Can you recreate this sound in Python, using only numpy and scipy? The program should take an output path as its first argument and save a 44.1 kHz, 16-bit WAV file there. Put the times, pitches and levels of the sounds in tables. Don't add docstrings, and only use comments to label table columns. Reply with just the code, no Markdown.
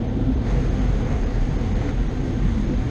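import sys
import numpy as np
from scipy import signal
from scipy.fft import rfft, irfft
from scipy.io import wavfile
from scipy.ndimage import uniform_filter1d

SR = 44100
rng = np.random.default_rng(int(sys.argv[2]) if len(sys.argv) > 2 else 0)


def materialize(psi):
    bounded = np.clip(np.atleast_2d(psi).T, -1, 1)
    quanta = np.round(bounded * 32767).astype(np.int16)
    wavfile.write(sys.argv[1], SR, quanta)


def amplitude_ratio(level_db):
    exponent = np.asarray(level_db, float) / 20
    return 10 ** exponent


N = 127890
T = np.arange(N) / SR


def level(x, db):
    return x * amplitude_ratio(db) / np.sqrt(np.mean(x ** 2))


def along(table, column=1):
    rows = np.array(table, float)
    return np.interp(T, rows[:, 0], rows[:, column])


def band(x, hz, width_hz):
    f = np.fft.rfftfreq(N, 1 / SR) + 1e-3
    detuning = (f - hz * hz / f) / width_hz
    return level(irfft(rfft(x) / (1 + detuning ** 2), N), 0)


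def walk(rate):
    k = int(SR / rate)
    held = np.repeat(rng.standard_normal(N // k + 1), k)
    return 1.3 * uniform_filter1d(uniform_filter1d(held, k), k)[:N]


def low(x, hz):
    return signal.sosfiltfilt(signal.butter(6, hz, fs=SR, output="sos"), x)


def roar(shape, source, gain_db):
    hz_db, out = np.array(shape, float), 0
    for hz in 28 * 2 ** np.arange(0, 9, 1 / 3):
        density_db = np.interp(np.log(hz), np.log(hz_db[:, 0]), hz_db[:, 1], left=-99, right=-99)
        band_db = density_db + 10 * np.log10(hz)
        out = out + band(source(), hz, hz / 3) * amplitude_ratio(band_db + gain_db(hz))
    return out


def body():
    # f/Hz, level per Hz/dB
    body_spectrum = [(15, -28), (25, 2), (81, -6), (118, -8), (172, -24), (256, 0.5), (293, -19),
                     (327, -18.5), (5000, -61.5), (6500, -88), (11000, -120)]
    # f/Hz, width/Hz, level/dB
    body_modes = [(70, 20, -34), (105.8, 7.5, -37), (128.6, 58, -32), (156.7, 29, -42), (1560, 5.3, -61.5),
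                  (1810, 22, -72.5)]
    swell_db, flicker_db = -1, 1.5
    swell = swell_db * walk(1.05)
    wide = roar(body_spectrum, lambda: rng.standard_normal(N), lambda hz: swell + flicker_db * walk(6.12))
    modes = 0
    for hz, width_hz, db in body_modes:
        modes = modes + amplitude_ratio(db + flicker_db * walk(4.09)) * band(rng.standard_normal(N), hz, width_hz)
    return level(wide, -25.5) + modes


def boom():
    # t/s, f/Hz, level/dB
    air_mode = [(0.0, 52.1, -58), (0.14, 46.61, -26.5), (0.77, 47.4, -20.5), (0.95, 43.86, -22),
                (1.02, 41.9, -23), (1.18, 37.97, -40), (1.22, 37.8, -17.5), (1.36, 38.35, -28),
                (1.61, 44.14, -21), (1.7, 45.7, -24), (1.77, 43.6, -16), (1.89, 45.54, -36),
                (1.99, 44.5, -21.5), (2.27, 40, -30), (2.48, 43.66, -19.5), (2.62, 43.1, -24.5),
                (2.79, 47, -21), (2.9, 45.2, -57)]
    trim_db, wander, flutter_db = -1, .05, 1.5
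    hz = along(air_mode) * (1 + wander * walk(18))
    loudness_db = along(air_mode, column=2) + trim_db + flutter_db * walk(14)
    return np.sqrt(2) * np.sin(2 * np.pi * np.cumsum(hz) / SR) * amplitude_ratio(loudness_db)


def panel():
    # t/s, level/dB
    roof_drive = [(0, -21), (.1, -40), (.17, -18.5), (.3, -31), (.45, -27), (.8, -29), (1, -33),
                  (1.7, -35.5), (2.03, -35.5), (2.08, -49), (2.13, -38.5), (2.2, -19), (2.27, -25),
                  (2.35, -25), (2.45, -30), (2.55, -32), (2.7, -21), (2.82, -32.5)]
    # f/Hz, width/Hz, level/dB
    roof_modes = [(255.6, 22, -0.5), (228.5, 14, -4), (201.5, 16, -6.5), (328, 66, -7.5)]
    hum = sum(amplitude_ratio(db) * band(rng.standard_normal(N), hz, width_hz) for hz, width_hz, db in roof_modes)
    return level(hum, -3.5) * amplitude_ratio(along(roof_drive))


def door():
    # t/s, level/dB
    spray = [(0, -39), (.4, -38), (.56, -33.5), (.75, -35.5), (1.0, -34), (1.12, -32), (1.22, -37),
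             (1.38, -35.5), (1.6, -37.5), (1.85, -35.5), (2.05, -40.5), (2.3, -38.5), (2.6, -45.5),
             (2.7, -40), (2.8, -47), (2.9, -36)]
    # f/Hz, width/Hz, level/dB
    skin_modes = [(419, 63, 1.5), (491, 48, 2.5), (542, 55, -7.5), (654.5, 47, -5), (750, 150, -2.5),
                  (857, 420, -13)]
    skin = 0
    for hz, width_hz, db in skin_modes:
        skin = skin + amplitude_ratio(db + 1.1 * walk(8)) * band(rng.standard_normal(N), hz, width_hz)
    return level(skin, -0.92) * amplitude_ratio(along(spray))


def thumps():
    # t/s, length/s, f/Hz, glide/(Hz/s), level/dB
    gusts = [(.14, 0.027, 107.4, 0, -25), (.17, 0.032, 259.3, 2, -23), (.22, .03, 111, -2, -27),
             (.3, 0.033, 259.8, -1, -21.5), (.6, 0.027, 139.6, -3, -23.5), (.73, 0.021, 136, 2, -31.5),
             (.81, 0.041, 253, 0, -26.5), (.9, 0.019, 129, 0, -19.5), (1.01, 0.044, 118, 2, -26.5),
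             (1.13, 0.031, 129, 0, -26.5), (1.42, 0.02, 104, -2, -23), (1.7, 0.048, 90.7, 0, -26),
             (1.86, 0.039, 285, 0, -32), (1.94, .02, 129, 0, -27), (2.08, 0.032, 234, -200, -31),
             (2.13, 0.019, 122, 0, -30), (2.21, 0.025, 254.6, -200, -25), (2.215, 0.022, 137, -1, -24),
             (2.37, 0.025, 243.6, -500, -28.5), (2.42, .03, 142, -4, -24.5), (2.46, 0.014, 185, -3, -21.5),
             (2.6, 0.037, 208.3, 3, -26.5), (2.71, 0.06, 234, 496, -23.5), (2.71, 0.029, 148, 1, -25.5),
             (2.87, 0.038, 118.5, 303, -26), (.58, 0.051, 485, 0, -34.5), (1.05, 0.032, 484, 200, -45),
             (1.09, 0.017, 766, 0, -50), (1.15, 0.018, 698, 300, -38.5), (2.3, 0.038, 750, -2, -46),
             (2.72, 0.032, 500, 402, -38.5), (2.81, 0.046, 750, 200, -46.5), (0.366, 0.055, 63, 0.5, -23),
             (1.109, .04, 73, -4, -27.5), (1.5, 0.037, 165, 0, -30.5), (1.75, .05, 191, 0, -31.5),
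             (2.55, 0.034, 225, -2, -30), (2.332, 0.023, 330, -2, -29), (0.098, 0.043, 237, 0, -34),
             (1.26, 0.047, 259.6, 0, -36)]
    out = 0
    for s, length, hz, glide, db in gusts:
        since = T - s
        swell = np.exp(-(since / length) ** 2)
        out = out + np.sqrt(2) * amplitude_ratio(db) * swell * np.sin(2 * np.pi * (hz + glide * since / 2) * since)
    return out


def splashes():
    # t/s, centre f/Hz, level/dB, ring/s (for a fall of 20 dB)
    slaps = [
        (.05, 800, -44, .02),
        (.491, 800, -42, .015),
        (.655, 9500, -66, .03),
        (1.814, 850, -32, .035),
        (1.894, 1500, -42, .01),
        (2.25, 670, -35, .012),
        (2.413, 10000, -66, .006),
        (2.435, 11500, -74, .006),
        (2.48, 1600, -45, .02),
    ]
    out = 0
    for s, hz, db, ring in slaps:
        fall = (T > s) * np.exp(-np.log(1000) * np.abs(T - s) / (3 * ring))
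        out = out + amplitude_ratio(db) * band(rng.standard_normal(N), hz, hz * 0.5) * fall
    return out


def jet():
    # t/s, level/dB
    jet_force = [(0, -48.5), (.4, -47.5), (.43, -45), (.5, -40), (.58, -40.5), (.665, -41), (.7, -43),
                 (1.12, -42), (1.2, -43.5), (1.55, -44.5), (1.6, -43.5), (1.7, -44), (1.8, -43.5),
                 (1.83, -41.5), (1.9, -40.5), (1.92, -45.5), (2.45, -45), (2.9, -44.5)]
    # f/Hz, level per Hz/dB
    glass_spectrum = [(800, -11.5), (2020, -14), (2700, -24), (4300, -24), (5700, -32), (7660, -36.5),
                      (9900, -80), (14000, -45)]
    # f/Hz, width/Hz, level re jet/dB, extra level per dB of force/dB
    glass_modes = [(6420, 630, -13, 0.23), (11250, 480, -37, 0.1), (8400, 840, -35.5, 2),
                   (3250, 1500, -8.5, -1), (1950, 550, -7.5, 0.37)]
    trim_db, flicker_db, treble_follows = -1.5, 1.5, 0.43
    drop_spread_db, drop_ring_s = 1.2, 0.00076
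    arrives_s, rise_s, dry_treble_db = .45, 0.0083, -5.5

    force = along(jet_force)
    push = force - force.mean()
    k = int(SR * .001)
    sizes = amplitude_ratio(drop_spread_db * np.repeat(rng.exponential(size=N // k + 1), k)[:N])
    sizes = signal.lfilter([1], [1, -np.exp(-1 / (drop_ring_s * SR))], sizes)
    gust = .25 * walk(14)
    away = dry_treble_db / (1 + np.exp(np.clip((T - arrives_s) / rise_s, -50, 50)))

    def drops():
        return sizes * rng.standard_normal(N)

    def bright(hz):
        return ((treble_follows - 1) * push + away) * min(hz / 6000, 1) ** 2

    wide = level(roar(glass_spectrum, drops, lambda hz: bright(hz) + gust + flicker_db * walk(15)), 0)
    wide = wide / np.std(wide - low(wide, 1000))
    thin = 0
    for hz, width_hz, db, more in glass_modes:
        thin = thin + amplitude_ratio(db + bright(hz) + gust + more * push) * band(drops(), hz, width_hz)
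    return (wide + thin) * amplitude_ratio(force + trim_db)


def scene():
    return (body() + boom() + panel() + door() + thumps() + splashes() + jet())[None]


def thinned(x):
    thin_from_hz, keep_ratio, scatter_db = 6900, .93, 1.8
    top_hz, top_wander_hz, sink_hz_per_s = 14100, 450, 380
    f, t, z = signal.stft(x, SR, nperseg=1536, noverlap=1152)
    size = np.abs(z)
    usual = uniform_filter1d(uniform_filter1d(size, size=16, axis=-2), size=5, axis=-1)
    moods = rng.standard_normal((len(f) // 16 + 1, len(t) // 7 + 1))
    patches = np.repeat(np.repeat(moods, 16, axis=0), 7, axis=1)[:len(f), :len(t)]
    bar = keep_ratio * amplitude_ratio(scatter_db * patches)
    steps = np.repeat(rng.standard_normal(len(t) // 5 + 1), 5)[:len(t)]
    ceiling = top_hz - sink_hz_per_s * t + top_wander_hz * steps
    weak = uniform_filter1d(size, size=4, axis=-1) < bar * usual
    z = z * ~((weak & (f[:, None] > thin_from_hz)) | (f[:, None] > ceiling))
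    return signal.istft(z, SR, nperseg=1536, noverlap=1152)[1][..., :N]


def treble_losses(x):
    # t/s, length/s, holes from f/Hz, share of bands lost low down, sliver f/Hz
    dropouts = [(.083, .011, 4200, 1, 6200), (.358, .01, 4200, 1, 6200), (.698, .011, 4200, 1, 6200),
                (.806, .013, 3200, .6, 5150), (.870, .009, 3400, .35, 5200), (1.042, .011, 4300, .7, 4900),
                (1.253, .013, 4000, 1, 5050), (1.577, .011, 3000, .5, 5200), (1.743, .014, 3200, .8, 5000),
                (2.087, .015, 4200, 1, 5700), (2.662, .011, 4300, 1, 5200), (2.769, .01, 4200, 1, 6200)]
    loss_db, hole_hz, surely_lost_hz = -36, 260, 4600
    sliver_db, sliver_s = -57, .012
    out = x.copy()
    for s, length, hz, share, sliver_hz in dropouts:
        near = slice(int((s - .04) * SR), int((s + .04) * SR))
        since = T[near] - s
        f = np.fft.rfftfreq(len(since), 1 / SR)
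        lost = (rng.random(99)[(f // hole_hz).astype(int)] < share) & (f > hz)
        spared = (f > 6050) & (f < 6850)
        lost = (lost | (f > surely_lost_hz)) & ~spared
        gone = np.clip(1.5 - 2 * np.abs(since) / length, 0, 1) * (1 - amplitude_ratio(loss_db))
        taper = np.hanning(len(gone)) + 1e-9
        out[:, near] -= gone * irfft(rfft(x[:, near] * taper) * lost, len(gone)) / taper
        sliver = np.exp(-(since / sliver_s) ** 2) * np.sin(2 * np.pi * sliver_hz * T[near])
        out[:, near] += amplitude_ratio(sliver_db) * sliver
    return out


def roll_off(x):
    return signal.sosfilt(signal.butter(12, 14000, fs=SR, output="sos"), x)


def record(dry):
    opened = dry * np.clip(T / .004, 0, 1)
    return roll_off(treble_losses(thinned(opened)))


dry = scene()
out = record(dry)
materialize(out)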